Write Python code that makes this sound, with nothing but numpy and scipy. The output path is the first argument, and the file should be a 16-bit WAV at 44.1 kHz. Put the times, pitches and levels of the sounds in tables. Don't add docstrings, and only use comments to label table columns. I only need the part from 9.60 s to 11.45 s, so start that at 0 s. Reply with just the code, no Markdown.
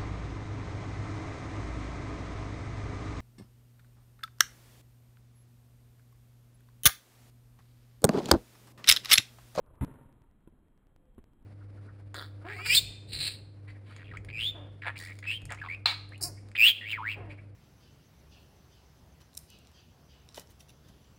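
import sys
import numpy as np
from scipy import signal
from scipy.fft import rfft, irfft, next_fast_len
from scipy.io import wavfile

SR = 44100
rng = np.random.default_rng(int(sys.argv[2]) if len(sys.argv) > 2 else 0)


def boost_factor(decibels):
    exponent = np.asarray(decibels, float) / 20
    return 10 ** exponent


def inscribe(sig):
    pcm = np.round(np.clip(np.atleast_2d(sig).T, -1, 1) * 32767)
    wavfile.write(sys.argv[1], SR, pcm.astype(np.int16))


N = 81585
CUT_S = 10952 / 44100


def rms_one(x):
    return x / np.sqrt(np.mean(x ** 2) + 1e-20)


def clock():
    return np.arange(N) / SR


def drift(rate):
    r = np.exp(-80 * np.pi * rate / SR)
    slow = signal.lfilter([1], [1, -2 * r, r * r], rng.standard_normal(N // 40 + 2002))[2000:]
    return np.interp(np.arange(N) / 40, np.arange(len(slow)), rms_one(slow))


def ring(clicks, hz, t60):
    r, w = boost_factor(-60 / (t60 * SR)), 2 * np.pi * hz / SR
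    return signal.lfilter([0, np.sin(w)], [1, -2 * r * np.cos(w), r * r], clicks + 1e-18)


def click(s, size):
    return size * np.maximum(0, 1 - np.abs(np.arange(N) - s * SR))


def noise(spectrum, patchy_db, rate):
    size = next_fast_len(N)
    hz = np.maximum(np.arange(size // 2 + 1) * SR / size, 1)
    at, db = np.transpose(spectrum)
    shaped = rfft(rng.standard_normal(size)) * boost_factor(np.interp(np.log(hz), np.log(at), db))
    out, together = 0, drift(rate)
    for centre in 20 * 2 ** np.arange(9):
        share = np.cos(np.pi / 2 * np.clip(np.log2(hz / centre), -1, 1)) ** 2
        flicker = boost_factor(patchy_db * (0.47 * together + drift(rate)))
        out = out + flicker * irfft(shaped * share, size)[:N]
    return rms_one(out)


def ball_thump():
    # t/s, level/dB, sign
    blows = [(0.2095, -28, 0.84), (.2110, -22, 0.51), (0.2139, -20.5, -0.72), (0.2203, -18.5, 0.77),
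             (0.2289, -28.5, -0.85), (0.2366, -37.5, 0.57)]
    # f/Hz, level/dB, 60 dB fade/s
    ball = [(78.6, -6.5, 0.079), (134.7, -8, 0.31), (206, -17, 1), (267, -10.5, 1), (330, -18.5, 0.56)]
    pushes = sum(click(s, sign * boost_factor(db)) for s, db, sign in blows)
    pushes = signal.sosfilt(signal.butter(2, 290, fs=SR, output="sos"), pushes)
    return sum(ring(pushes * boost_factor(db), hz, t60) for hz, db, t60 in ball)


def racket_crack():
    # f/Hz, level per Hz/dB
    crack = [(240, -55), (400, -6.5), (701, -8), (932, -4), (1600, -12), (2030, -16), (4200, -26.5),
             (5460, -62), (9240, -120)]
    # f/Hz, level/dB, 60 dB fade/s
    racket = [(586.4, 6, 0.043), (893, 8.5, 0.092), (994, 3.5, 0.18), (1272, -2, 0.13), (1605, -17, 0.11),
              (2008, -3, 0.09)]
    start_s, attack_s, t60_s = .209, 0.0013, 0.67
    crack_db, racket_db = -48, -52
    age = np.maximum(clock() - start_s, 0)
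    shape = boost_factor(-60 * age / t60_s) * np.minimum(age / attack_s, 1)
    shake = shape * rng.standard_normal(N) / 20
    rings = sum(ring(shake * boost_factor(db), hz, t60) for hz, db, t60 in racket)
    rattle = shape * noise(crack, patchy_db=2.5, rate=140)
    return boost_factor(racket_db) * rings + boost_factor(crack_db) * rattle


def scattered_echo():
    # f/Hz, level per Hz/dB
    echo = [(29, -53), (50, -13), (144, -4), (190, -12), (260, -12), (527, -20), (708, -25.5), (953, -21),
            (4200, -47.5), (5460, -79), (9240, -120)]
    level_db, t60_s, rise_s = -50.5, 1.06, 0.031
    age = clock() - CUT_S
    late = np.maximum(age, 0)
    shape = boost_factor(level_db - 60 * late / t60_s) * (1 - 0.43 * np.exp(-late / rise_s))
    return (age >= 0) * shape * noise(echo, patchy_db=0.0, rate=20)


def distinct_echoes():
    # t/s, level of the lowest/dB, of the middle/dB, of the upper tones/dB
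    returns = [(.268, -46, -61, -55), (.279, -60, -44, -49), (.296, -54, -49.5, -52), (.313, -44, -54, -46),
               (.340, -65, -49, -52), (.357, -58, -53.5, -47), (.388, -59, -54, -50.5),
               (.412, -67, -51, -51), (.430, -58, -62, -54.5), (.458, -48, -73, -59.5),
               (.490, -67.5, -55, -58.5), (.515, -62, -69, -67), (.615, -57.5, -77, -68.5),
               (.638, -63, -71, -54.5)]
    # f/Hz, level/dB, 60 dB fade/s, column of their level in returns
    reflected = [(112, -3, .08, 1), (143, -1, .09, 1), (262, 0, .055, 2), (418, -8, .05, 2),
                 (540, -10, .05, 2), (931, -8, .08, 3), (1380, -14, .05, 3), (1810, -17, .04, 3)]
    chance = rng.normal(0, 2.7, (len(returns), len(reflected)))
    out = 0
    for m, (hz, db, t60, group) in enumerate(reflected):
        clicks = 0
        for k, row in enumerate(returns):
            sign = (-1) ** k
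            clicks = clicks + click(row[0], sign * boost_factor(row[group] + db + chance[k, m]))
        out = out + ring(clicks, hz, t60)
    return signal.sosfilt(signal.butter(1, 1500, fs=SR, output="sos"), out)


def soft_knocks():
    # t/s, level/dB, sign, pitch factor
    hits = [
        (0.8747, -48, 0.93, 0.95),
        (0.924, -61.5, -0.97, 0.97),
        (1.5792, -56, -0.86, 1.102),
        (1.5812, -47, 1, 1.006),
        (1.5875, -50.5, -0.88, 1.083),
    ]
    # f/Hz, level/dB, 60 dB fade/s
    tones = [(236.5, 2.5, 0.032), (340, 3, 0.043), (1035, -15.5, 0.048), (1460, -17, 0.031),
             (2770, -20, 0.023), (3380, -24, 0.037), (4040, -37, 0.011)]
    out = 0
    for s, db, sign, pitch in hits:
        for hz, tone_db, t60 in tones:
            out = out + ring(click(s, sign * boost_factor(db + tone_db)), hz * pitch, t60)
    return signal.sosfilt(signal.butter(1, 2500, fs=SR, output="sos"), out)


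def felt_puffs():
    # t/s, level/dB, 60 dB fade/s
    puffs = [(.136, -68, .08), (.875, -64, .03), (.922, -75, .04), (1.580, -63, .04), (1.587, -63, .04)]
    # f/Hz, level per Hz/dB
    felt = [(290, -36), (500, 2), (625, -9), (2330, -20.5), (4200, -31.5), (5460, -62), (9240, -120)]
    t = clock()
    shape = sum((t > s) * boost_factor(db - 60 * np.abs(t - s) / t60) for s, db, t60 in puffs)
    return shape * noise(felt, patchy_db=1.0, rate=130)


def footfalls():
    # t/s, level/dB, f/Hz, 60 dB fade/s
    thuds = [(.137, -58, 110, .06), (1.5892, -42, 48, .07), (1.6035, -47, 32, .09), (1.703, -58, 70, .07)]
    return sum(ring(click(s, boost_factor(db)), hz, t60) for s, db, hz, t60 in thuds)


def racket_swing():
    # t/s, level/dB
    swing = [(.03, -69.5), (.065, -58.5), (.11, -58), (.125, -63.5), (.14, -54.5), (.2, -59), (.22, -64)]
    # f/Hz, level per Hz/dB
    swish = [(35, -32), (60, 7), (129, -6.5), (177, -20.5), (627, -14), (736, -26), (1010, -19.5),
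             (4200, -54), (5460, -82), (9240, -120)]
    loudness = boost_factor(np.interp(clock(), *np.transpose(swing), left=-140, right=-140))
    return loudness * noise(swish, patchy_db=2.7, rate=24)


def far_whistle():
    # t/s, f/Hz, level/dB
    whistle = [(1.278, 530, -96), (1.381, 527, -87.5), (1.442, 519.4, -79.5), (1.552, 503, -77),
               (1.62, 497, -103)]
    t = clock()
    s, hz, db = np.transpose(whistle)
    phase = 2 * np.pi * np.cumsum(np.interp(t, s, hz) + 4 * drift(30)) / SR
    loudness = boost_factor(np.interp(t, s, db, left=-140, right=-140) + 5 + 3.5 * drift(40))
    return loudness * np.sin(phase)


def park_rumble():
    # f/Hz, level per Hz/dB
    colour = [(8.8, -25.5), (15, 2.5), (128, -16), (266, -17.5), (527, -31), (951, -34), (1290, -37.5),
              (4200, -53.5), (5460, -86), (9240, -120)]
    # t/s, level/dB
    swell = [(0.55, -61.5), (0.918, -61.5), (1.106, -62), (1.374, -64), (1.542, -62), (1.85, -61)]
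    return boost_factor(np.interp(clock(), *np.transpose(swell))) * noise(colour, patchy_db=1.2, rate=14)


def camera_whine():
    whine_hz, whine_db = 3217, -93.5
    phase = 2 * np.pi * np.cumsum(whine_hz + 8 * drift(20)) / SR
    return boost_factor(whine_db + 2.2 * drift(15)) * np.sin(phase)


def scene():
    blow = ball_thump() + racket_crack()
    rest = scattered_echo() + distinct_echoes() + soft_knocks() + felt_puffs() + footfalls()
    rest = rest + racket_swing() + far_whistle() + park_rumble() + camera_whine()
    band = signal.ellip(8, .5, 60, 4200, fs=SR, output="sos")
    struck, rest = signal.sosfilt(band, [blow, rest])
    return (struck * (clock() < CUT_S) + rest)[None]


def roll_off(x):
    return signal.sosfilt(signal.butter(12, 15730, fs=SR, output="sos"), x)


def record(dry):
    # t/s, jump of the waveform/thousandths of full scale
    seams = [(0.063, 1.05), (0.155, -1.05), (0.248, -22.15), (0.341, 1.79), (0.434, -0.01), (0.527, 1.91),
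             (0.62, -1.92), (0.713, 0.9), (0.806, 0.38), (0.899, 0.25), (0.991, -0.43), (1.084, 0.52),
             (1.177, -1.14), (1.27, 1.38), (1.363, -3.23), (1.456, -0.5), (1.549, 0.58), (1.642, 3.49),
             (1.734, -0.92), (1.827, -0.89)]
    first, every, hold = 2760, 4096, 4
    settle_s = 0.0066
    held = np.repeat(dry[:, ::hold], hold, axis=1)[:, :N]
    step = np.arange(N) // hold * hold
    out = held.copy()
    for k, (_, jump) in enumerate(seams):
        i = first + k * every
        missing = jump / 1000 - (held[0, i] - held[0, i - 1])
        side = np.where(step >= i, 1, -1)
        out += missing / 2 * side * np.exp(-np.abs(step - i + hold / 2) / (settle_s * SR))
    return roll_off(out)


dry = scene()
out = record(dry)
inscribe(out)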